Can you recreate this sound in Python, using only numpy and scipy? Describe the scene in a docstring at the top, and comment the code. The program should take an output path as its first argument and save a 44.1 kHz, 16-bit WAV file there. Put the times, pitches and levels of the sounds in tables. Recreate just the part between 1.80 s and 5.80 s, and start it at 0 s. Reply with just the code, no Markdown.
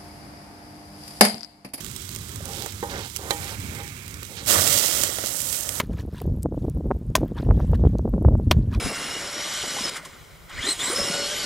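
"""Outdoors, a phone's two microphones close to an iron wok, the left one muffled. At first chicken
sizzles lightly in a little fat, a low open-air rumble underneath. From 0.6 s a wooden stick scrapes,
shoves and knocks the meat, and the iron rings. Near 2.7 s the meat tips into the burning fat: its juice
boils up in a loud crackling hiss, which slowly settles and grows finer as the juice runs out."""
import sys
import numpy as np
from scipy import signal
from scipy.fft import rfft, irfft
from scipy.io import wavfile
from scipy.ndimage import uniform_filter1d

SR = 44100
rng = np.random.default_rng(int(sys.argv[2]) if len(sys.argv) > 2 else 0)


def inscribe(sig):
    """Save sig as 16-bit PCM at rate SR to the path in sys.argv[1].

    A 1-D sig is mono; a 2-D sig holds one channel per row.
    Samples are clipped to [-1, 1] before scaling.
    """
    pcm = np.round(np.clip(np.atleast_2d(sig).T, -1, 1) * 32767)
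    wavfile.write(sys.argv[1], SR, pcm.astype(np.int16))


N = 176400
T = np.arange(N) / SR

# Juice boiling off in the burning fat, and larger bubbles spluttering under the meat.
# Each row: time in seconds, level in dB.
FLARE_LEVEL = [(2.64, -65), (2.676, -21.5), (2.715, -16), (2.77, -21.5), (2.87, -21.5), (2.95, -19.5),
               (3.06, -22), (3.16, -24.5), (3.23, -24), (3.32, -30.5), (3.42, -31), (3.48, -30.5),
               (3.72, -28.5), (3.85, -31.5), (4, -32.5)]
SPLUTTER_LEVEL = [(2.66, -45), (2.70, -23.5), (2.76, -24.5), (2.83, -29.5), (3.0, -33.5), (3.24, -35.5),
                  (3.35, -38), (3.6, -43), (3.75, -42), (4, -42)]
# Spectra of the boil, its last fine bubbles and the splutter. Each row: frequency in Hz, relative dB.
FLARE_COLOUR = [(700, -16), (1000, -19), (1420, -8.5), (1630, -24), (1950, -6.5), (2420, -7.5),
                (3190, -2.5), (4010, -4), (5100, -1.5), (8400, 0), (9900, -6), (11000, -3.5), (13000, -5),
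                (15800, -7.5)]
FINE_COLOUR = [(700, -18), (1000, -16), (1420, -12), (1700, -19), (2500, -10), (3200, -6), (4400, -7),
               (5600, -2.5), (8400, 1.5), (9900, -5), (11000, -0.5), (13000, -4.5), (15800, -7.5)]
SPLUTTER_COLOUR = [(80, -14.5), (180, -4.5), (330, -0.5), (420, -3), (570, 4), (780, -3.5), (1000, -6.5),
                   (1400, -1.5), (1650, -5), (1950, -1.5), (2500, -20.5), (5000, -33)]
FINE_FROM_S, FINE_TO_S = 3.48, 3.54


def flare():
    """Wet meat boils in burning fat, close up; the bubbles get finer as the juice runs out."""
    fat = frying(per_s=4500, spread_db=3, steam_db=-5, flicker_db=0.5,
                 crackles_per_s=270, crackle_db=-7.5, crackle_s=0.00041)
    fine = np.clip((T - FINE_FROM_S) / (FINE_TO_S - FINE_FROM_S), 0, 1)
    sizzle = (1 - fine) * colour(fat, FLARE_COLOUR) + fine * colour(fat, FINE_COLOUR)
    bubbles = clicks(per_s=900, spread_db=1) * curve(SPLUTTER_LEVEL)
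    return sizzle * curve(FLARE_LEVEL) + colour(bubbles, SPLUTTER_COLOUR)


def frying(per_s, spread_db, steam_db, flicker_db, crackles_per_s, crackle_db, crackle_s):
    """Tiny bubbles burst singly and in short crackles over a smooth hiss of steam."""
    onsets = np.abs(clicks(crackles_per_s, spread_db))
    tails = signal.lfilter([1], [1, -np.exp(-1 / (crackle_s * SR))], onsets)
    crackle = undb(crackle_db) * unit(tails * rng.standard_normal(N))
    bubbles = clicks(per_s, spread_db)
    steam = undb(steam_db) * rng.standard_normal(N)
    return unit((bubbles + crackle + steam) * undb(flicker_db * wander(hz=29.605)))


# Sharp spits of fat. Each row: start in seconds, relative level in dB, decay in seconds.
SPITS = [(.0648, -31.5, 0.00081), (.115, -33, 0.00053), (.1625, -33.5, 0.0021), (.219, -34.5, .0015),
         (0.2916, -31.5, .001), (0.3495, -34.5, .0012), (0.5588, -34.5, 0.0021), (0.6554, -33, 0.0016),
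         (.8225, -28, 0.00092), (0.8617, -32.5, .002), (.923, -39, 0.0015), (1.2487, -41, .001),
         (1.3623, -27, 0.003), (1.3704, -25, 0.00031), (1.644, -31, .001), (1.802, -34, 0.00074),
         (2.28, -31.5, 0.00061), (2.3417, -34.5, 0.00042), (2.4305, -32.5, 0.0019), (2.6615, -33.5, 0.0046),
         (2.7308, -23, 0.0012), (2.876, -17, .001), (2.919, -24, .0006), (2.9281, -20, .001),
         (3.2352, -20.5, 0.0037), (3.4699, -27.5, 0.0022), (3.6034, -25, 0.0012), (3.7277, -24.5, 0.0022),
         (3.8915, -23.5, 0.0015)]
# Their spectrum. Each row: frequency in Hz, relative dB.
SPIT_COLOUR = [(500, -18), (1500, -7), (4000, -6), (8300, -0.5), (10000, -5.5), (15500, -7)]
# Dull pops. Each row: start in seconds, relative level in dB.
POPS = [(0.605, -36), (0.86, -28.5), (1.164, -31), (2.426, -36), (2.757, -18), (2.791, -27), (2.818, -26.5),
        (3.046, -28), (3.234, -27), (3.292, -31.5), (3.385, -26.5), (3.439, -26), (3.545, -32)]


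def spatter():
    """Fat spits and big bubbles pop, each a single puff of noise near the microphones."""
    spits = sum(undb(db) * burst(start, decay_s) for start, db, decay_s in SPITS)
    pops = sum(undb(db) * burst(start, decay_s=0.0042) for start, db in POPS)
    return undb(7.5) * colour(spits, SPIT_COLOUR) + undb(2.0) * colour(pops, SPLUTTER_COLOUR)


# Gentle frying, and a narrow fizz as the meat is pushed. Each row: time in seconds, level in dB.
SIMMER_LEVEL = [(0, -40), (.35, -40.5), (.62, -42), (.8, -37.5), (.92, -41), (1.22, -40.5), (1.42, -41),
                (1.54, -37.5), (1.72, -46.5), (1.85, -41), (2.3, -45), (2.64, -42.5), (4, -57)]
FIZZ_LEVEL = [(1.45, -70), (1.56, -47), (2.0, -45), (2.3, -48), (2.6, -56)]
# Their spectra. Each row: frequency in Hz, relative dB.
SIMMER_COLOUR = [(400, 9), (700, -37), (1040, -6), (1430, -12.5), (2070, 0.5), (2600, -1.5), (3530, 2.5),
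                 (4300, 0), (8500, 2), (9760, -4.5), (11300, -2), (13000, -4), (15800, -6)]
FIZZ_COLOUR = [(1000, -23), (1800, -7), (2300, -1), (2800, -9), (4000, -23)]
# The meat is pressed. Each row: start in seconds, length in seconds, level in dB.
SQUEEZES = [(0.694, 0.175, -50), (1.464, 0.305, -41.5)]


def simmer():
    """Light frying in the wok; pressed meat sheds juice that hisses on the iron, sliding meat fizzes."""
    fat = frying(per_s=1500, spread_db=4, steam_db=4.5, flicker_db=0.98,
                 crackles_per_s=100, crackle_db=-2, crackle_s=0.0014)
    juice = clicks(per_s=6000, spread_db=2.3) * strokes(SQUEEZES)
    fizz = colour(clicks(per_s=3000, spread_db=1.4), FIZZ_COLOUR) * curve(FIZZ_LEVEL)
    return colour(fat, SIMMER_COLOUR) * curve(SIMMER_LEVEL) + colour(juice, FINE_COLOUR) + fizz


# The stick knocks the wok and the meat drops back.
# Each row: start in seconds, level in dB, low-pass cutoff in Hz, decay of the clack in seconds.
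KNOCKS = [(1.028, -20, 1280, 0.0083), (1.5073, -18.5, 14000, 0.0041), (2.0025, -34.5, 4040, .001),
          (2.755, -27, 1100, .008)]
# Spectra of the crack, the wooden stick and the thud. Each row: frequency in Hz, relative dB.
CRACK_COLOUR = [(1500, -16), (3000, -3), (3400, -11), (3900, 9), (4400, 1), (5200, -5), (8000, -6),
                (15000, -10)]
WOOD_COLOUR = [(100, -6.5), (330, -2), (500, -1), (680, -6), (900, -2.5), (1200, -4), (1500, 0),
               (2600, -17), (3400, -15), (3950, 2), (4700, -10), (6000, -6), (8000, -10), (15000, -20)]
THUD_COLOUR = [(150, -20), (320, 1), (400, -9), (490, 12), (650, -18), (850, -6), (1200, -9), (3000, -50)]


def knocks():
    """Wood strikes iron at close range: a crack, a clack and a thud, then the wok rings on."""
    out = 0
    for start, db, cutoff_hz, decay_s in KNOCKS:
        crack = undb(-1) * colour(burst(start, decay_s=0.004), CRACK_COLOUR)
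        clack = colour(burst(start, decay_s), WOOD_COLOUR)
        thud = undb(-8.5) * colour(burst(start, decay_s=0.012), THUD_COLOUR)
        ring = undb(-6.5) * wok_ring(signal.unit_impulse(N, int(start * SR)))
        out = out + undb(db) * soften(crack + clack + thud + ring, cutoff_hz)
    return out


# The stick drags meat over the iron.
# Each row: start in seconds, length in seconds, relative level in dB, low-pass cutoff in Hz.
SCRAPES = [(0.637, .13, -38.5, 1090), (0.747, 0.15, -36.5, 940), (1.063, .22, -38.5, 1430),
           (1.106, 0.1, -39, 2000), (1.374, 0.18, -36.5, 1400), (1.552, 0.214, -39, 1800),
           (1.77, .15, -50.5, 1200), (1.904, 0.12, -42, 2410), (2.474, .18, -41, 790)]
# Crisp skin under the stick. Each row: start in seconds, length in seconds, level in dB.
RASPS = [(0.697, 0.26, -44), (1.085, 0.2, -42.5), (1.598, 0.17, -43.5), (2.55, 0.084, -42.5),
         (3.722, 0.064, -35)]
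# The skin's spectrum. Each row: frequency in Hz, relative dB.
RASP_COLOUR = [(500, -25), (1500, 1.5), (2400, 0), (3800, 3), (5500, -0.5), (8000, -10), (15000, -52)]


def scrapes():
    """Stick-slip clicks sound in the wood and set the wok ringing; the crisp skin rasps."""
    slips = clicks(per_s=2000, spread_db=2.5) * undb(1.6 * wander(hz=40.7))
    push = sum(undb(db) * soften(slips * stroke(start, length), cutoff_hz)
               for start, length, db, cutoff_hz in SCRAPES)
    rasp = clicks(per_s=2000, spread_db=2.2) * undb(2 * wander(hz=45)) * strokes(RASPS)
    ring = wok_ring(push) / np.linalg.norm(wok_ring(signal.unit_impulse(N)))
    return colour(push, WOOD_COLOUR) + undb(-5.5) * ring + colour(rasp, RASP_COLOUR)


# The wok's modes. Each row: frequency in Hz, relative level in dB, seconds to fall by 60 dB.
WOK_MODES = [(308, -14.5, 0.35), (472, -5, 0.19), (568, -6, 0.18), (812, -0.5, 0.27), (908, -5, 0.17),
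             (960, -13, 0.36), (1065, -6, 0.1), (1243, -8, 0.21), (1574, -13, 0.14), (1860, -3, 0.12),
             (2050, 2, 0.038), (2314, -4, .08), (3130, -6, 0.12), (3550, 3, 0.029)]


def wok_ring(push):
    """A push on the iron sets its modes ringing as decaying sines."""
    t = T[:SR // 2]
    ring = sum(undb(db) * np.sin(2 * np.pi * hz * t) * np.exp(-np.log(1000) * t / t60)
               for hz, db, t60 in WOK_MODES)
    return signal.fftconvolve(push, ring)[:N]


ECHO_DB, ECHO_DECAY_S = -15, 0.0055


def wok_reflections(direct):
    """Direct sound plus quick reflections inside the wok, different at each microphone."""
    t = T[:SR // 30]
    echoes = rng.standard_normal(len(t)) * np.exp(-t / ECHO_DECAY_S) * (t > 0.001)
    echoes = signal.sosfilt(signal.butter(1, 700, "high", fs=SR, output="sos"), echoes)
    reflected = signal.fftconvolve(direct, echoes / np.linalg.norm(echoes))[:N]
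    gain = undb(ECHO_DB)
    return (direct + gain * reflected) / np.hypot(1, gain)


# The open air around the wok. Each row: time in seconds, level in dB.
RUMBLE_LEVEL = [(0, -41.5), (.65, -39.5), (1.4, -41), (1.72, -38), (2.05, -40.5), (2.25, -43), (2.6, -40.5),
                (2.8, -39), (3.1, -41), (3.5, -42.5), (4, -44.5)]
# The flame flutters. Each row: start in seconds, length in seconds, level in dB.
FLUTTERS = [(1.755, 0.205, -37.5), (2.662, 0.33, -38.5)]
# Spectra of air and flame. Each row: frequency in Hz, relative dB.
RUMBLE_COLOUR = [(20, -24), (34, -21), (52, -8), (95, 0), (150, -8), (250, -13), (400, -24.5), (750, -29.5),
                 (1500, -21.5), (4000, -57)]
FLUTTER_COLOUR = [(50, -15), (85, 7.5), (150, -4), (280, -7.5), (420, -20.5), (1000, -39), (3000, -74)]


def rumble():
    """Behind the cooking, the low, uneven noise of the open air and two flutters of the flame."""
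    air = colour(rng.standard_normal(N), RUMBLE_COLOUR) * curve(RUMBLE_LEVEL) * undb(1.8 * wander(hz=12))
    flame = colour(rng.standard_normal(N), FLUTTER_COLOUR) * strokes(FLUTTERS)
    return air + flame


def undb(db):
    """Decibels to gain."""
    return 10 ** (np.asarray(db) / 20)


def unit(x):
    """Scale to a standard deviation of 1."""
    return x / (np.std(x) + 1e-12)


def curve(rows):
    """Gain over time from (s, dB) points, silent before the first."""
    return undb(np.interp(T, *np.array(rows).T, left=-120))


def stroke(start, length, edge_s=0.025):
    """Envelope that swells, holds and fades."""
    return np.clip(np.minimum(T - start, start + length - T) / edge_s, 0, 1)


def strokes(rows):
    """Gain over time with one stroke for each (start s, length s, dB) row."""
    return sum(undb(db) * stroke(start, length) for start, length, db in rows)


def response(points, hz):
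    """Gain at given frequencies from (Hz, dB) points, falling away below the first."""
    point_hz, db = np.array(points, float).T
    roll_off = np.minimum(1, (hz + 1) / point_hz[0]) ** 2
    return undb(np.interp(np.log(hz + 1), np.log(point_hz), db)) * roll_off


def colour(x, points, size=4096):
    """Causal filter through (Hz, dB) points that keeps the power of white noise."""
    gain = response(points, np.fft.rfftfreq(size, 1 / SR))
    cepstrum = irfft(np.log(gain + 1e-4))
    cepstrum[1:size // 2] *= 2  # fold onto positive time for minimum phase
    cepstrum[size // 2 + 1:] = 0
    impulse = irfft(np.exp(rfft(cepstrum)))
    return signal.oaconvolve(x, impulse / np.linalg.norm(impulse))[:N]


def soften(x, cutoff_hz):
    """Low-pass of a soft contact."""
    return signal.sosfilt(signal.butter(3, min(cutoff_hz, SR / 3), fs=SR, output="sos"), x)


def clicks(per_s, spread_db):
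    """Random clicks, many small and a few large."""
    size = undb(spread_db * np.minimum(rng.exponential(size=N), 5.3))
    return unit((rng.random(N) < per_s / SR) * size * rng.choice([-1, 1], N))


def burst(start, decay_s):
    """A puff of noise that starts at once and dies away."""
    out, at = np.zeros(N + SR), int(start * SR)
    t = T[:SR // 8]
    out[at:at + len(t)] = np.exp(-t / max(decay_s, 1e-4)) * rng.standard_normal(len(t))
    return out[:N]


def wander(hz):
    """Random drift with a spread of 1, gliding to a new value hz times a second."""
    hold = max(int(SR / hz), 2)
    steps = np.repeat(rng.standard_normal(N // hold + 1), hold)[:N]
    return unit(uniform_filter1d(steps, hold))


# The muffled left microphone. Each row: frequency in Hz, level against the right one in dB.
LEFT_MUFFLE = [(60, -2), (200, -3), (400, -5.5), (750, -2.6), (1100, -7.5), (1550, -6), (2300, -19),
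               (3200, -22), (4800, -20), (6200, -31.5), (7200, -44), (8300, -47), (9800, -43),
               (12000, -28.5), (15500, -24)]
LEFT_LAG_S, LEFT_DIFFUSE_GAIN, RUMBLE_SIDE_GAIN = 0.00022, 0.8, 0.225


def scene():
    """Two microphones close to the wok; the left is late, muffled and hears the sizzle partly diffuse."""
    sizzle = simmer() + flare()
    stick = knocks() + scrapes()
    spits = spatter()
    diffuse = simmer() + flare()  # fresh random bubbles, heard on the left only
    left_sizzle = np.sqrt(1 - LEFT_DIFFUSE_GAIN ** 2) * sizzle + LEFT_DIFFUSE_GAIN * diffuse
    air_mid, air_side = rumble(), RUMBLE_SIDE_GAIN * rumble()
    hz = np.fft.rfftfreq(N, 1 / SR)
    muffle = response(LEFT_MUFFLE, np.maximum(hz, LEFT_MUFFLE[0][0]))
    lag = np.exp(-2j * np.pi * hz * LEFT_LAG_S)
    left = rfft(wok_reflections(left_sizzle + spits + stick) + air_mid + air_side) * lag * muffle
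    right = rfft(wok_reflections(sizzle + spits + stick) + air_mid - air_side)
    return irfft(np.array([left, right]) * 2 / (1 + muffle), N)  # the two gains average to 1


def record(dry):
    """The phone clips any peak over full scale and cuts the treble above 16 kHz."""
    low_pass = signal.ellip(10, 0.2, 70, 16000, fs=SR, output="sos")
    return signal.sosfilt(low_pass, np.clip(dry, -1, 1))


dry = scene()
out = record(dry)
inscribe(out)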